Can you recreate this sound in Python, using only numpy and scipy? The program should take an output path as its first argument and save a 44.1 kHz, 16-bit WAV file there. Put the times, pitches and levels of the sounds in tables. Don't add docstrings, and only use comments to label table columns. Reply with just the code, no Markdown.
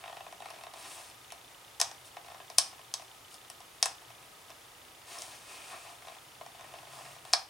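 import sys
import numpy as np
from scipy import signal
from scipy.fft import rfft, irfft
from scipy.io import wavfile

SR = 44100
rng = np.random.default_rng(int(sys.argv[2]) if len(sys.argv) > 2 else 0)


def dump(signal):
    limited = np.clip(np.atleast_2d(signal).T, -1, 1)
    pcm = np.round(limited * 32767).astype(np.int16)
    wavfile.write(sys.argv[1], SR, pcm)


N = 330308
TIME_S = np.arange(N) / SR

# freq_hz, width_hz, gain_db
LEATHER_MODES = [(462, 91, -14.5), (672, 87.5, -0.5), (780, 97, 0.5), (925, 116, -4.5), (1104, 148, -4),
                 (1796, 137, -8.5)]
THREAD_MODES = [(1940, 90, -2.1), (2520, 430, 0.23), (3140, 340, -2.2), (3660, 360, -2.5)]
BLADE_MODES = [(3170, 490, -13.5), (3990, 790, -9), (4610, 850, -4), (5290, 750, 1), (5697, 730, 0.5),
               (6590, 1230, -10)]
EDGE_MODES = [(7700, 540, -6), (9520, 870, -3.5), (13000, 3300, -12.5)]


def stitch_snaps():
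    # start_s, ring_db, thump_db, twang_db, crack_db, blade_pitch_ratio
    breaks = [(1.304, -20, -30, -14, -22, 1.1), (1.7988, 1, -8, -9, -8, 1.05),
              (1.8010, 11, 6.5, -16, 8, 0.99), (1.8138, 18, 12, 4, 11.5, 1.04),
              (1.9135, -10, -5, -18, -21, 1.04), (2.5796, -13, -21, -13, -15, 1.0),
              (2.5823, 16, -16, 2, 14, 0.88), (2.584, 22.5, 12, 6, 20, 1),
              (2.9394, 9.5, -0.5, -8.5, 4, 1.005), (3.8268, 20.5, 10, 6.5, 13.5, 0.97),
              (3.8557, -3, -15, -11, -1, 0.93), (3.8576, 5, 9.5, -2.5, 6.5, 1.2),
              (7.3301, 5, -3, -5, -9, 1.24), (7.3344, 24.5, 17.5, 9.5, 10.5, 0.9)]
    out = np.zeros(N)
    for start_s, ring_db, thump_db, twang_db, crack_db, pitch_ratio in breaks:
        force = release(fray=0.39, fray_s=0.0045)
        blade_chirp = disperse(force, hz=4830, width_hz=1880, stages=2)
        edge_chirp = disperse(force, hz=11000, width_hz=1400, stages=3)
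        ring = from_db(ring_db) * low_cut(resonate(blade_chirp, BLADE_MODES, pitch_ratio), hz=2020)
        crack = from_db(crack_db) * low_cut(resonate(edge_chirp, EDGE_MODES), hz=4530)
        twang = from_db(twang_db) * low_cut(resonate(force, THREAD_MODES), hz=920)
        thump = from_db(thump_db) * low_cut(resonate(force, LEATHER_MODES), hz=377)
        add(out, start_s, ring + crack + twang + thump)
    return out


def blade_slips(knock_gain_db, scratch_gain_db, steel_gain_db):
    # start_s, knock_db, steel_db
    picks = [(0.039, -36, -61), (0.058, -40, -59), (0.078, -38, -57), (0.096, -38.5, -57),
             (0.127, -38, -61), (0.169, -37, -56), (0.206, -38, -61), (0.265, -40, -62),
             (0.325, -39.5, -48), (0.403, -40.5, -52), (0.421, -37, -49), (0.457, -36.5, -50),
             (0.503, -42, -41), (0.636, -37.5, -44), (0.667, -37, -60), (0.737, -41, -42.5),
             (1.099, -56, -44.5), (1.321, -39, -37), (2.168, -34.5, -49), (2.401, -39, -62),
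             (2.5, -38.5, -39), (2.996, -41, -53), (3.021, -46, -48.5), (3.342, -56, -43),
             (3.5, -41.5, -35), (3.604, -45, -49), (4.103, -43.5, -52), (4.503, -44.5, -44),
             (5.186, -46, -37), (5.22, -45.5, -33.5), (6.083, -38.5, -57), (6.411, -37, -58),
             (6.462, -41, -48), (6.609, -42.5, -49), (6.738, -40.5, -55), (7.251, -41.5, -47)]
    out = np.zeros(N)
    for start_s, knock_db, steel_db in list(picks) + drag_slips():
        force = release(fray=0.39, fray_s=0.0016)
        graze = release(fray=2.2, fray_s=0.0015)
        grip_ratio = np.exp(0.035 * rng.standard_normal())
        tear = release(fray=2.0, fray_s=0.0023)
        leather = resonate(soft_contact(force, hz=550), LEATHER_MODES, grip_ratio)
        thread = resonate(tear, THREAD_MODES, grip_ratio)
        steel = resonate(graze, BLADE_MODES) + from_db(-2.5) * resonate(graze, EDGE_MODES)
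        knock = from_db(knock_db + knock_gain_db) * low_cut(leather, hz=450)
        scratch = from_db(knock_db + scratch_gain_db) * low_cut(thread, hz=1130)
        tick = from_db(steel_db + steel_gain_db) * low_cut(steel, hz=2980)
        add(out, start_s, knock + scratch + tick)
    return out


def drag_slips(gap_jitter=0.2, spread_db=1.5, steel_re_knock_db=-11):
    # start_s, end_s, slips_per_s, knock_db
    drags = [(0.486, 0.625, 40.4, -43.5), (0.758, 0.78, 85, -45.5), (2.245, 2.37, 45, -43),
             (2.729, 2.83, 24, -43), (4.019, 4.56, 4, -46.5), (6.022, 6.19, 31.3, -44.5),
             (6.547, 6.66, 25, -42.5), (6.787, 7.19, 19, -43)]
    rows = []
    for start_s, end_s, slips_per_s, knock_db in drags:
        gap_draws, level_draws = rng.standard_normal((32, 2)).T
        gaps_s = np.exp(gap_jitter * gap_draws) / slips_per_s
        times_s = start_s + np.cumsum(gaps_s) - gaps_s[0]
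        knocks_db = knock_db + spread_db * level_draws
        rows += [(s, db, db + steel_re_knock_db) for s, db in zip(times_s, knocks_db) if s < end_s]
    return rows


def handling(creak_gain_db, rub_gain_db, swish_gain_db):
    # start_s, length_s, creak_db, rub_db, swish_db
    moves = [(-0.1, 0.45, -59, -62.5, -66), (0.378, 0.38, -69, -64, -66), (0.72, 0.45, -55, -56, -51.5),
             (2.043, 0.052, -74, -68, -53.5), (2.203, 0.34, -62, -75, -74), (3.298, 0.09, -70, -74, -57),
             (5.045, 0.31, -54, -53, -49.5), (5.22, 0.23, -61, -59, -55), (5.35, 0.72, -57.5, -56.5, -55),
             (5.69, 0.11, -47, -58, -68), (5.81, 0.16, -53, -58, -60), (6.023, 0.22, -68, -62, -63),
             (6.52, 0.48, -60, -64, -66), (6.848, 0.39, -54.5, -57.5, -55.5), (7.24, 0.14, -58, -59, -62)]
    # freq_hz, density_db
    rub_spectrum = [(50, -32), (200, -20), (300, 2), (450, -7), (800, 2), (1200, -2), (1900, -4.5),
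                    (2600, 1.5), (3600, -5), (5500, -8), (9000, -23)]
    swish_spectrum = [(1500, -23), (3000, -6.5), (4800, -1.5), (7000, -3.5), (9400, 1), (11000, -4),
                      (15500, -3.5)]
    power = sum(np.outer(from_db(levels_db), stroke(start_s, length_s)) ** 2
                for start_s, length_s, *levels_db in moves)
    creak_env, rub_env, swish_env = np.sqrt(power)
    creak = rms_one(low_cut(resonate(grains(per_s=300, spread_db=1.5), LEATHER_MODES), hz=434))
    rub = rms_one(colour(grains(per_s=4000, spread_db=3), rub_spectrum))
    rub *= flicker(per_s=36, depth_db=2.3)
    swish = rms_one(colour(grains(per_s=14000, spread_db=4), swish_spectrum))
    swish *= flicker(per_s=30, depth_db=1)
    return (from_db(creak_gain_db) * creak_env * creak
            + from_db(rub_gain_db) * rub_env * rub
            + from_db(swish_gain_db) * swish_env * swish)


def finger_slide(hz=2500, width_hz=260):
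    # start_s, length_s, level_db
    slide = (5.37, 0.65, -61)
    start_s, length_s, level_db = slide
    scrape = band(grains(per_s=3000, spread_db=3), hz, width_hz)
    return from_db(level_db) * stroke(start_s, length_s) * scrape


def release(fray, fray_s, size=2048):
    fibres = rng.standard_normal(size) * np.exp(-np.arange(size) / SR / fray_s)
    force = fray * fibres / np.linalg.norm(fibres)
    force[0] = 1
    return force / np.linalg.norm(force)


def disperse(x, hz, width_hz, stages):
    radius = np.exp(-np.pi * width_hz / SR)
    poles = [1, -2 * radius * np.cos(2 * np.pi * hz / SR), radius * radius]
    return signal.sosfilt([poles[::-1] + poles] * stages, x)


def soft_contact(force, hz):
    pole = np.exp(-2 * np.pi * hz / SR)
    return signal.lfilter([1 - pole], [1, -pole], force)


def grains(per_s, spread_db):
    sizes = from_db(spread_db * np.minimum(rng.exponential(1, N), 4))
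    return sizes * rng.choice([-1, 1], N) * (rng.random(N) < per_s / SR)


def stroke(start_s, length_s, rise_share=0.23, fall_share=0.46):
    progress = (TIME_S - start_s) / length_s
    return np.clip(np.minimum(progress / rise_share, (1 - progress) / fall_share), 0, 1)


def flicker(per_s, depth_db):
    return from_db(depth_db * np.interp(TIME_S * per_s, np.arange(N), rng.standard_normal(N)))


def resonate(x, modes, pitch_ratio=1):
    out = 0
    for k, (hz, width_hz, gain_db) in enumerate(modes):
        radius = np.exp(-np.pi * width_hz / SR)
        poles = [1, -2 * radius * np.cos(2 * np.pi * hz * pitch_ratio / SR), radius * radius]
        gain = (-1) ** k * from_db(gain_db) * (1 - radius * radius) / 2
        out = out + gain * signal.lfilter([1, 0, -1], poles, x + 1e-18)
    return out


def band(x, hz, width_hz):
    return rms_one(resonate(x, [(hz, width_hz, 0)]))


def low_cut(x, hz):
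    return signal.sosfilt(signal.butter(2, hz, "high", fs=SR, output="sos"), x)


def from_db(db):
    return 10 ** (np.asarray(db) / 20)


def rms_one(x):
    return x / np.sqrt(np.mean(x ** 2) + 1e-20)


def at_bins(points, size):
    known_hz, values = np.transpose(points)
    return np.interp(np.log(np.fft.rfftfreq(size, 1 / SR) + 1e-3), np.log(known_hz), values)


def colour(x, spectrum):
    size = x.shape[-1]
    return irfft(rfft(x) * from_db(at_bins(spectrum, size)), size)


def add(track, start_s, sound):
    start = round(start_s * SR)
    track[start:start + len(sound)] += sound[:N - start]


def soften(x, hz, leak_db):
    body = signal.sosfiltfilt(signal.butter(6, hz, fs=SR, output="sos"), x)
    return body + from_db(leak_db) * (x - body)


def from_left(x, shade, lead_s):
    hz = np.fft.rfftfreq(N, 1 / SR)
    sides = np.array([[1], [-1]])
    treble = 1 - 1 / (1 + (hz / 3300) ** 6)
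    time_shift = np.exp(1j * np.pi * hz * lead_s * sides)
    return irfft(rfft(x) * (1 + shade * treble * sides) * time_shift, N)


def diffuse(size):
    # freq_hz, correlation
    likeness = [(60, .98), (130, 1), (280, 0.64), (600, 0.55), (1200, 0.34), (2500, 0.39), (5000, 0.62),
                (12000, 1)]
    mid, side = rfft(rng.standard_normal((2, size)))
    alike = np.clip(at_bins(likeness, size), 0, 1)
    return irfft(np.sqrt((1 + alike) / 2) * mid + np.sqrt((1 - alike) / 2) * side * [[1], [-1]], size)


def workshop(x, bench_s, bench_gain, low_t60_s, high_t60_s, clutter_db, clutter_t60_s):
    # freq_hz, gain_db
    tail_spectrum = [(200, -6), (700, -4.5), (1500, -2), (3000, -5.5), (5500, -8.5), (9000, -9),
                     (15000, -15)]
    t = np.arange(SR // 2) / SR
    noise = colour(diffuse(len(t)), tail_spectrum)
    treble = signal.sosfiltfilt(signal.butter(1, 2500, "high", fs=SR, output="sos"), noise)
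    treble_decay = from_db(-60 * t / high_t60_s)
    walls = (noise - treble) * from_db(-60 * t / low_t60_s) + treble * treble_decay
    clutter = colour(diffuse(len(t)), tail_spectrum) * from_db(clutter_db - 60 * t / clutter_t60_s)
    response = (walls + clutter) * (t > 0.0025) / np.linalg.norm(treble_decay)
    reverb = signal.fftconvolve(x[None], response, axes=1)[:, :N]
    near = x + bench_gain * np.interp(TIME_S - bench_s, TIME_S, x)
    return from_left(near, shade=0.14, lead_s=3.5e-6) + reverb


def room_hiss(level_db):
    # freq_hz, density_db
    spectrum = [(15, -50), (25, -10.5), (114, -4.5), (200, -11.5), (373, -5), (516, -6), (575, -4.5),
                (962, -2.5), (1260, -7.5), (1790, -7.5), (1940, -6.5), (3520, -10), (3820, -10.5),
                (9570, -15), (16000, -20.5)]
    return from_db(level_db) * rms_one(low_cut(colour(diffuse(N), spectrum), hz=38))


def hum_and_drone(drone_hz):
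    # freq_hz, width_hz, level_db
    hum_bands = [(120.1, 3.4, -76), (767, 12, -74), (1250, 53, -66.5), (9550, 150, -70.5)]
    # time_s, level_db
    swell = [(5.4, -95), (6.2, -78), (6.8, -69), (7.25, -64.5), (7.49, -90)]
    air = diffuse(N)
    hum = sum(from_db(level_db) * band(air, hz, width_hz) for hz, width_hz, level_db in hum_bands)
    drone_env = from_db(np.interp(TIME_S, *np.transpose(swell)))
    return hum + drone_env * band(air, drone_hz, width_hz=4)


def motor_whirr(level_db, turn_hz, first_tick_s, tick_decay_s):
    # freq_hz, width_hz, gain_db
    casing_modes = [(2600, 350, -3), (2960, 210, 8), (3576, 190, 9)]
    since_tick_s = (TIME_S - first_tick_s) % (1 / turn_hz)
    ticks = diffuse(N) * np.exp(-since_tick_s / tick_decay_s)
    return from_db(level_db) * rms_one(resonate(ticks, casing_modes))


def scene():
    work = stitch_snaps()
    work += handling(creak_gain_db=-3.5, rub_gain_db=-0.5, swish_gain_db=2)
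    work += finger_slide()
    work += blade_slips(knock_gain_db=42.5, scratch_gain_db=25, steel_gain_db=31.5)
    work = soften(work, hz=10670, leak_db=-10.5)
    room = workshop(work, bench_s=0.001575, bench_gain=0.12, low_t60_s=0.34, high_t60_s=0.26,
                    clutter_db=4.5, clutter_t60_s=0.077)
    background = room_hiss(level_db=-55.14) + hum_and_drone(drone_hz=136.6)
    background += motor_whirr(level_db=-65, turn_hz=29.97, first_tick_s=0.011, tick_decay_s=0.0036)
    return room + background


def record(dry):
    # time_s, gain_db
    fade = [(7.36, 0.5), (7.49, -2.5)]
    faded = dry * from_db(np.interp(TIME_S, *np.transpose(fade)))
    return signal.sosfilt(signal.ellip(12, 0.2, 80, 15900, fs=SR, output="sos"), faded)


dry = scene()
out = record(dry)
dump(out)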